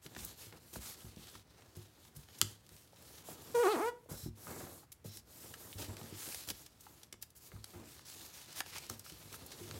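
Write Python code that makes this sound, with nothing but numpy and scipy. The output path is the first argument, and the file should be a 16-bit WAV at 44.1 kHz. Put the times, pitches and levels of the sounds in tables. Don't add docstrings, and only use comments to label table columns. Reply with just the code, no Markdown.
import sys
import numpy as np
from scipy import signal
from scipy.fft import rfft, irfft
from scipy.io import wavfile
from scipy.ndimage import uniform_filter1d

SR = 44100
rng = np.random.default_rng(int(sys.argv[2]) if len(sys.argv) > 2 else 0)


def waveform_to_disk(signal):
    frames = np.transpose(np.atleast_2d(signal))
    scaled = np.clip(frames, -1, 1) * 32767
    samples = np.round(scaled).astype(np.int16)
    wavfile.write(sys.argv[1], SR, samples)


N = 431727
TIME_S = np.arange(N) / SR

# (start [s], length [s], top speed at [0-1], relative hiss [dB], rustle [dB], rub [dB])
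STROKES = [(0.016, 0.063, 0.73, -56, -62.5, -66.5), (0.067, .1, .7, -65, -67, -64),
           (0.152, .21, 0.22, -53, -53, -60), (0.357, .16, 0.38, -55.5, -56.5, -65),
           (.505, 0.094, 0.5, -68, -66.5, -59), (0.575, 0.21, 0.86, -62.5, -67, -72),
           (.728, 0.074, 0.16, -50.5, -54.5, -57), (0.791, 0.17, .5, -49, -52.5, -60.5),
           (0.939, 0.22, 0.3, -61, -61.5, -63), (1.142, 0.29, 0.46, -62, -58.5, -65.5),
           (1.434, 0.36, 0.42, -79, -70, -67), (1.75, 0.14, 0.1, -65, -64.5, -68.5),
           (1.956, 0.15, 0.7, -68, -70, -67), (2.148, 0.13, 0.06, -62, -66.5, -72),
           (2.261, 0.31, 0.76, -60.5, -61, -66.5), (2.68, 0.21, .35, -64, -68, -78),
           (2.924, 0.31, .85, -61, -60.5, -62), (3.233, .13, 0.51, -52.5, -58.5, -55),
           (3.312, .32, 0.62, -59, -60.5, -58), (3.899, 0.21, 0.7, -77, -83, -79),
           (4.087, .08, 0.44, -50.5, -64, -49.5), (4.14, 0.16, 0.22, -53, -60.5, -60.5),
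           (4.348, 0.22, 0.72, -53, -63.5, -59.5), (4.459, 0.084, 0.76, -59, -60, -45),
           (4.522, 0.17, 0.5, -51, -61, -48), (4.659, 0.2, 0.25, -56.5, -65, -59.5),
           (5.041, 0.073, 0.32, -56, -62, -66), (5.1, 0.11, 0.6, -55.5, -59, -71),
           (5.25, 0.36, 0.61, -55.5, -63.5, -60.5), (5.572, 0.35, 0.1, -55.5, -64, -59.5),
           (5.776, 0.1, 0.3, -49.5, -49.5, -50.5), (5.85, 0.13, .35, -59, -62, -53),
           (5.952, 0.26, 0.24, -58, -57.5, -55), (6.127, 0.37, 0.36, -48, -51, -62),
           (6.468, 0.052, 0.73, -45, -47.5, -50.5), (6.517, 0.15, 0.5, -58.5, -60, -71),
           (6.79, 0.31, 0.13, -64, -69.5, -72), (7.35, 0.048, .35, -56.5, -69, -82),
           (7.387, 0.12, .65, -57.5, -66, -75), (7.512, 0.087, .2, -64.5, -73, -60.5),
           (7.64, .2, 0.3, -64, -67, -72), (7.733, 0.16, 0.05, -70, -66, -55.5),
           (7.838, 0.2, 0.32, -61, -59, -65), (8.049, 0.22, 0.1, -56, -56, -69),
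           (8.133, 0.2, .55, -57.5, -58, -67), (8.324, 0.14, 0.2, -56.5, -56, -73),
           (8.435, 0.16, .7, -63, -56, -67), (8.55, 0.067, 0.7, -46, -48.5, -67),
           (8.65, 0.091, 0.4, -58, -55, -68), (8.79, 0.11, 0.25, -60, -54, -66),
           (8.718, 0.077, 0.7, -57, -45, -59), (8.889, 0.078, 0.35, -56, -56.5, -56.5),
           (8.95, .09, 0.3, -65, -64, -69), (9.039, 0.13, 0.1, -57.5, -54.5, -74),
           (9.12, 0.31, 0.25, -61, -59.5, -65), (9.306, 0.063, 0.86, -52, -55, -58),
           (9.36, 0.24, 0.3, -64, -59.5, -59.5), (9.49, 0.21, 0.7, -58.5, -57, -58),
           (9.63, 0.32, 0.66, -57.5, -56, -54)]
# (start [s], end [s], relative rustle [dB])
HOLDS = [(.03, 1.417, -71.5), (1.567, 3.9, -71.5), (5.265, 7.075, -70.5), (7.41, 9.82, -68)]
# (time [s], relative level [dB], contact softness [s])
BUMPS = [(.06, -55, 0.00063), (.167, -52, .00074), (0.215, -51, 0.0032), (.468, -55, 0.00064),
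         (.766, -46.5, 0.0024), (1.045, -49.5, 0.0032), (1.17, -52, 0.00088), (1.35, -57, 0.0015),
         (1.77, -47.5, 0.0024), (2.167, -50, 0.0051), (2.423, -42.5, 0.0015), (2.715, -58.5, 0.0011),
         (4.112, -46, 0.0043), (4.232, -46.5, 0.0043), (4.261, -41.5, 0.0022), (5.055, -47, 0.0014),
         (5.16, -60, .0027), (5.755, -46, 0.0066), (5.885, -44.5, .0032), (6.016, -50, .0017),
         (6.125, -47.5, 0.0011), (6.506, -51.5, 0.001), (7.127, -62, .0011), (7.53, -48.5, 0.0044),
         (7.575, -52, 0.0048), (7.755, -50, 0.0008), (8.905, -50, 0.00022), (9.119, -55.5, 0.0042),
         (9.255, -57, 0.002), (9.611, -49.5, 0.00081), (9.699, -50, .0007), (9.743, -51, 0.00088)]
# (frequency [Hz], relative level [dB], t60 [s])
TABLE_MODES = [(63.4, -10, .22), (102.7, -1.5, 0.29), (146.5, -5, 0.13), (180, -3.5, 0.072),
               (226.5, -8.5, 0.31), (309, -0.5, .08), (352.7, -3, 0.18)]
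# (time [s], relative level [dB], crumple time [s], tilt above 1 kHz [dB/octave])
SNAPS = [(.062, -47, 0.0016, -6), (.149, -51, 0.00072, -4), (.163, -44, 0.0028, -9.5),
         (.248, -34.5, .0027, 16), (.524, -51.5, 0.0031, -8), (.736, -48, 0.0029, 2),
         (.757, -44.5, 0.0025, -15), (1.351, -48.5, 0.0046, -6), (1.619, -58.5, 0.0039, -7),
         (1.764, -50.5, .004, 13), (2.05, -58, 0.0033, -4), (2.162, -47.5, .0056, 9.5),
         (2.285, -58, 0.0023, -6), (2.385, -48, .0049, 6), (2.4147, -21, 0.00054, 0.5),
         (2.664, -61, .002, 1), (2.691, -55.5, .001, .5), (2.765, -58, 0.0011, 0),
         (4.918, -48.5, 0.0045, 3), (4.924, -47, 0.0031, 7), (5.17, -45.5, .003, 2),
         (5.538, -46.5, 0.0033, -3), (5.782, -50, 0.0041, -3), (5.968, -47.5, 0.0011, -2.5),
         (6.013, -47, .0009, -12.5), (6.345, -41, 0.0013, -2.5), (6.475, -49, 0.00055, 5),
         (6.487, -39, .0022, 1), (6.5, -35, 0.0042, 0), (6.661, -49.5, 0.0043, 0),
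         (6.805, -51, 0.0075, 7.5), (7.031, -49.5, 0.0037, -0.5), (7.125, -43.5, 0.0033, -.5),
         (7.139, -57, .0022, -10), (7.214, -60, .002, 7), (7.218, -57, 0.0022, 1),
         (7.224, -38.5, 0.0021, 10), (7.226, -45.5, 0.0044, -1.5), (7.303, -58, 0.0031, 5.5),
         (7.642, -43, 0.0016, 0), (7.993, -53.5, 0.00082, -5.5), (8.566, -51, 0.0028, -3),
         (8.6045, -33, 0.0012, -6), (8.662, -50.5, 0.00043, -5.5), (8.758, -45, 0.0027, -8.5),
         (8.781, -42, 0.0033, 0), (8.898, -38, 0.0017, 4), (8.994, -44.5, 0.0024, 7),
         (9.096, -47, .0036, -1), (9.121, -54, .0021, 2), (9.462, -46, .0047, 11),
         (9.515, -44.5, 0.0081, -2.5), (9.711, -44, 0.0007, -5.5)]
# (time [s], level [dB], pitch [Hz])
POPS = [(.163, -57, 910), (0.758, -59, 885), (2.4145, -28.5, 3620), (2.4162, -37, 1440), (2.932, -60, 614),
        (3.287, -45, 490), (4.06, -56.5, 480), (4.470, -48, 1150), (4.832, -61, 905), (5.047, -49.5, 460),
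        (5.54, -50, 1480), (5.729, -50, 3000), (6.867, -52, 950), (7.518, -57, 1550), (7.564, -60, 1100),
        (8.605, -35, 1580), (8.899, -45.5, 1250), (8.898, -46, 5760), (9.063, -53.5, 1540),
        (9.342, -50, 1330)]
# (start [s], length
# [s], top speed at [0-1], level [dB])
BRUSHES = [(2.412, .09, .1, -64), (4.09, 0.21, 0.63, -59.5), (5.04, .16, 0.86, -60)]
# (frequency [Hz], width [Hz], relative level [dB])
FLAP_MODES = [(4000, 230, 3), (5420, 550, 3.5)]
# (time [s], slip rate [Hz])
SLIP_RATE = [(3.543, 486), (3.58, 464), (3.605, 487.3), (3.627, 479), (3.645, 390), (3.668, 355),
             (3.685, 411.5), (3.712, 441.2), (3.732, 401.5), (3.766, 245.4), (3.791, 238.6), (3.806, 339),
             (3.82, 405), (3.85, 447.6), (3.876, 482), (3.911, 485)]

# (frequency [Hz], relative level [dB])
SKIN_HISS = [(400, -9.5), (1500, -20), (4000, -7.5), (7000, 1), (9500, -0.5), (12500, 1.5), (16000, -4)]
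SHEET_RUSTLE = [(200, -11.5), (700, -3.5), (1400, -2), (2300, -2), (3300, 0.5), (4300, 1.5), (5700, -1),
                (6800, -3.5), (12000, -12)]
TABLE_RUB = [(20, -32), (55, -3.5), (100, 7), (170, 2), (250, 2.5), (340, 3), (600, -3), (1200, -8.5),
             (2000, -15), (5000, -37.5)]
BUCKLE_CRACK = [(100, -12.5), (500, -8), (900, -7), (1400, -5.5), (2300, -2.5), (3000, 0.5), (4300, 0),
                (5800, 2), (6800, -1), (8500, -1), (13000, -5.5), (16000, -12)]
SLIP_BUZZ = [(300, 0), (550, 5), (750, 5), (950, 6), (1300, 0), (1700, -7.5), (2400, -13.5), (3200, -22),
             (4300, -25), (6000, -36), (12000, -37)]
FIBRE_RASP = [(300, -12), (1000, 7), (2500, -6.5), (4200, -7.5), (6000, 0), (8000, 0.5), (10000, -2),
              (12000, -1), (16000, -9.5)]
ROOM_AIR = [(20, 3), (60, 19), (110, 19.5), (250, 7), (600, 1), (1500, -3.5), (4000, -10.5), (16000, -15.5)]

# (delay [s], level [dB])
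ECHOES = [(.0023, -22.5), (.0068, -29), (0.0129, -19)]
# (frequency [Hz], t60 [s])
ROOM_T60 = [(100, .35), (500, .37), (1500, .28), (5000, .32), (10000, .25), (16000, .18)]


def amp(db):
    return 10 ** (np.asarray(db) / 20)


def unit_rms(x):
    return x / np.sqrt(np.mean(x ** 2) + 1e-20)


def lookup(table, hz):
    table_hz, value = np.transpose(table)
    return np.interp(np.log(hz + 1), np.log(table_hz + 1), value)


def add(mix, at_s, sound):
    part = mix[round(at_s * SR):][:len(sound)]
    part += sound[:len(part)]


def colour(x, spectrum, db_per_octave=0, size=2048):
    hz = abs(np.fft.fftfreq(size, 1 / SR))
    gain = amp(lookup(spectrum, hz) + db_per_octave * np.log2(np.maximum(hz / 1000, 1)))
    taps = np.fft.ifft(np.exp(np.conj(signal.hilbert(np.log(gain))))).real
    return signal.oaconvolve(x, taps[:size // 2])[:len(x)]


def resonate(x, hz, width_hz):
    b, a = signal.iirpeak(hz, hz / width_hz, fs=SR)
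    return signal.lfilter(b, a, signal.lfilter(b, a, x))


def wander(n, rate_hz):
    hz = np.fft.rfftfreq(n, 1 / SR)
    return unit_rms(irfft(rfft(rng.standard_normal(n)) * np.exp(-(hz / rate_hz) ** 2), n))


def stroke_gain(rows, exponent):
    power = np.zeros(N)
    for start_s, length_s, top, db in rows:
        progress = np.arange(0, length_s, 1 / SR) / length_s
        speed = np.sin(np.pi / 2 * np.interp(progress, [0, top, 1], [0, 1, 0]))
        add(power, start_s, (amp(db) * speed ** exponent) ** 2)
    return np.sqrt(power)


def bending(x, depth_db=1.5, size=512):
    hz, _, bands = signal.stft(x, SR, nperseg=size)
    drift = rng.standard_normal(bands.shape)
    for _ in range(2):
        drift = uniform_filter1d(uniform_filter1d(drift, size=7, axis=0), size=16, axis=1)
    treble = np.minimum(hz / 2000, 1)[:, None]
    return signal.istft(bands * amp(depth_db * treble * unit_rms(drift)), nperseg=size)[1][:N]


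def friction(spectrum, ticks_per_s, spread_db, tick_share, sway_db, sway_hz):
    sizes = amp(spread_db * np.minimum(rng.exponential(1, N), 4))
    ticks = sizes * rng.choice([-1, 1], N) * (rng.random(N) < ticks_per_s / SR)
    force = np.sqrt(tick_share) * unit_rms(ticks) + np.sqrt(1 - tick_share) * rng.standard_normal(N)
    force *= amp(sway_db * wander(N, sway_hz))
    return unit_rms(bending(colour(force, spectrum)))


def sliding():
    start_s, length_s, top, hiss_db, rustle_db, rub_db = np.transpose(STROKES)
    skin = stroke_gain(zip(start_s, length_s, top, hiss_db), exponent=0.89)
    sheet = stroke_gain(zip(start_s, length_s, top, rustle_db), exponent=0.53)
    table = stroke_gain(zip(start_s, length_s, top, rub_db), exponent=0.57)
    held = hold_gain()
    flex = np.hypot(sheet, held)
    hiss = friction(SKIN_HISS, ticks_per_s=1000, spread_db=2, tick_share=0.11, sway_db=0.94, sway_hz=88)
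    rustle = friction(SHEET_RUSTLE, ticks_per_s=770, spread_db=-1, tick_share=0.14,
                      sway_db=2, sway_hz=69.4)
    rub = friction(TABLE_RUB, ticks_per_s=300, spread_db=0.5, tick_share=0.15, sway_db=2.5, sway_hz=35)
    hiss *= np.hypot(skin, amp(-4) * held)
    rustle *= amp(-1.5) * flex
    rub *= amp(0.5) * np.hypot(table, amp(-2) * held)
    return hiss + rustle + rub + crinkles(flex)


def hold_gain(fade_s=0.027):
    return sum(amp(db) * np.clip(np.minimum(TIME_S - start_s, end_s - TIME_S) / fade_s, 0, 1)
               for start_s, end_s, db in HOLDS)


def crinkles(flex, per_s=22, relative_db=-10, spread_db=3, crumple_s=0.002):
    t = np.arange(SR // 50) / SR
    clicks = amp(spread_db * rng.standard_normal(N)) * (rng.random(N) < per_s / SR)
    bursts = signal.oaconvolve(clicks, np.exp(-t / crumple_s))[:N] * rng.standard_normal(N)
    return amp(relative_db) * flex * unit_rms(colour(bursts, BUCKLE_CRACK))


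def bumps(trim_db=-1, scuff=0.36, settle_s=0.013):
    out, t = np.zeros(N), np.arange(SR // 2) / SR
    for at_s, db, soft_s in BUMPS:
        spot = amp(3.05 * rng.standard_normal(len(TABLE_MODES)))
        ring = sum(weight * amp(mode_db - 60 * t / t60_s) * np.cos(2 * np.pi * hz * t)
                   for weight, (hz, mode_db, t60_s) in zip(spot, TABLE_MODES))
        force = scuff * rng.standard_normal(len(t)) * np.exp(-t / settle_s) / np.sqrt(settle_s * SR / 2)
        force[0] += 0.3
        push = signal.fftconvolve(force, t * np.exp(-2 * t / soft_s))[:len(t)]
        thud = signal.fftconvolve(push, ring)[:len(t)]
        add(out, at_s, amp(db + trim_db) * thud / np.std(thud[:SR // 25]))
    return out


def snaps(trim_db=1, grain_db=2, quick_s=0.00062, rise_share=0.34):
    out, t = np.zeros(N), np.arange(2048) / SR
    dispersion = np.exp(-2j * np.pi * np.sqrt(np.fft.rfftfreq(len(t), 1 / SR) / 200))
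    for at_s, db, crumple_s, db_per_octave in SNAPS:
        grains, sizes = rng.standard_normal((2, len(t)))
        envelope = np.exp(-t / crumple_s) * (1 - np.exp(-t / (rise_share * crumple_s)))
        burst = grains * amp(grain_db * sizes) * envelope
        burst /= np.linalg.norm(burst)
        burst[0] -= (quick_s / crumple_s) ** 2
        crack = colour(irfft(rfft(burst) * dispersion), BUCKLE_CRACK, db_per_octave)
        crack *= np.sqrt(0.003 * SR) / np.linalg.norm(crack)
        add(out, at_s, amp(db + trim_db) * crack)
    return out


def pops(width_share=0.62, settle_s=0.0056):
    out, t = np.zeros(N), np.arange(2048) / SR
    for at_s, db, hz in POPS:
        flutter = 0.063 * rng.standard_normal(len(t)) * np.exp(-t / settle_s)
        flutter[0] = 1
        pop = resonate(flutter, hz, width_share * hz)
        add(out, at_s, amp(db) * pop / np.std(pop[:SR // 200]))
    return out


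def flap():
    noise = rng.standard_normal(N)
    ring = sum(amp(db) * resonate(noise, hz, width_hz) for hz, width_hz, db in FLAP_MODES)
    return stroke_gain(BRUSHES, exponent=0.89) * unit_rms(ring)


def slip_buzz(t, slip_hz, cycles, unrest, flare_db=17.5, onset_db=-9, sheen_db=4, shimmer_db=2.5):
    orders = np.arange(2, 34)[:, None]
    hz = orders * slip_hz
    db = lookup(SLIP_BUZZ, hz)
    db += flare_db * np.exp(-((t - 3.722) / 0.025) ** 2 - ((hz - 4040) / 1500) ** 2)
    db += onset_db * np.exp(-((t - t[0]) / 0.075) ** 4 - np.log2(hz / 1670) ** 2)
    db += sheen_db * np.clip(hz / 3000 - 0.5, 0, 1) / unrest
    db += shimmer_db * np.array([wander(len(t), 45) for _ in orders])
    gains = amp(db)
    lag = 0.66 * rng.random(orders.shape)
    lag = lag + 0.07 * np.log(unrest) * np.array([wander(len(t), 71) for _ in orders])
    partials = gains * np.cos(2 * np.pi * (orders * cycles + lag))
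    return partials.sum(0) / np.sqrt((gains ** 2).sum(0) / 2)


def squeak(attack_s=0.0095, release_s=0.026, jitter=0.0081, swing_cut_hz=314, sway_db=1):
    times_s, rates_hz = np.transpose(SLIP_RATE)
    t = np.arange(times_s[0], times_s[-1], 1 / SR)
    slip_hz = np.interp(t, times_s, rates_hz)
    contact = np.minimum((t - t[0]) / attack_s, (t[-1] - t) / release_s).clip(max=1)
    press_db = 6.5 * np.exp(-((t - 3.668) / 0.031) ** 2)
    ease_db = -21 * (t - t[0])
    unrest = (slip_hz.max() / slip_hz) ** 3
    cycles = np.cumsum(slip_hz * (1 + jitter * unrest * wander(len(t), 220))) / SR
    buzz = slip_buzz(t, slip_hz, cycles, unrest) * amp(-38.5 + press_db)
    slip_pulses = 0.2 + np.exp(-(cycles % 1) / 0.29)
    rasp = unit_rms(colour(rng.standard_normal(len(t)) * slip_pulses, FIBRE_RASP))
    rasp *= amp(-45.5 + ease_db + 0.34 * press_db)
    swing = np.sqrt(2) * np.sin(2 * np.pi * cycles)
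    swing /= np.sqrt(1 + (swing_cut_hz / slip_hz) ** 10)
    swing *= amp(-29.5 + ease_db + 0.51 * press_db + sway_db * wander(len(t), 45))
    out = np.zeros(N)
    add(out, t[0], contact * (swing + buzz + rasp))
    return out


def near_echoes(x):
    return x + sum(amp(db) * np.interp(TIME_S - round(delay_s * SR) / SR, TIME_S, x, left=0)
                   for delay_s, db in ECHOES)


def room(x, size=256):
    hz, t, bands = signal.stft(rng.standard_normal(SR // 2), SR, nperseg=size)
    decay = amp(-60 * t / lookup(ROOM_T60, hz)[:, None])
    tail = signal.istft(bands * decay, SR, nperseg=size)[1]
    tail[:SR // 250] = 0
    return signal.fftconvolve(x, tail / np.linalg.norm(tail))[:N]


def scene():
    paper = sliding() + flap() + snaps() + pops()
    crease = squeak()
    air = amp(-67) * unit_rms(colour(rng.standard_normal(N), ROOM_AIR))
    reverb = room(amp(-15) * paper + amp(-13) * crease)
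    mono = near_echoes(paper) + crease + bumps() + reverb + air
    return np.array([mono, mono])


def record(dry, low_cut_hz=54, high_cut_hz=16050):
    highpass = signal.butter(4, low_cut_hz, "highpass", fs=SR, output="sos")
    lowpass = signal.firwin(301, high_cut_hz, window=("kaiser", 8), fs=SR)
    return signal.oaconvolve(signal.sosfilt(highpass, dry), lowpass[None], "same")


dry = scene()
out = record(dry)
waveform_to_disk(out)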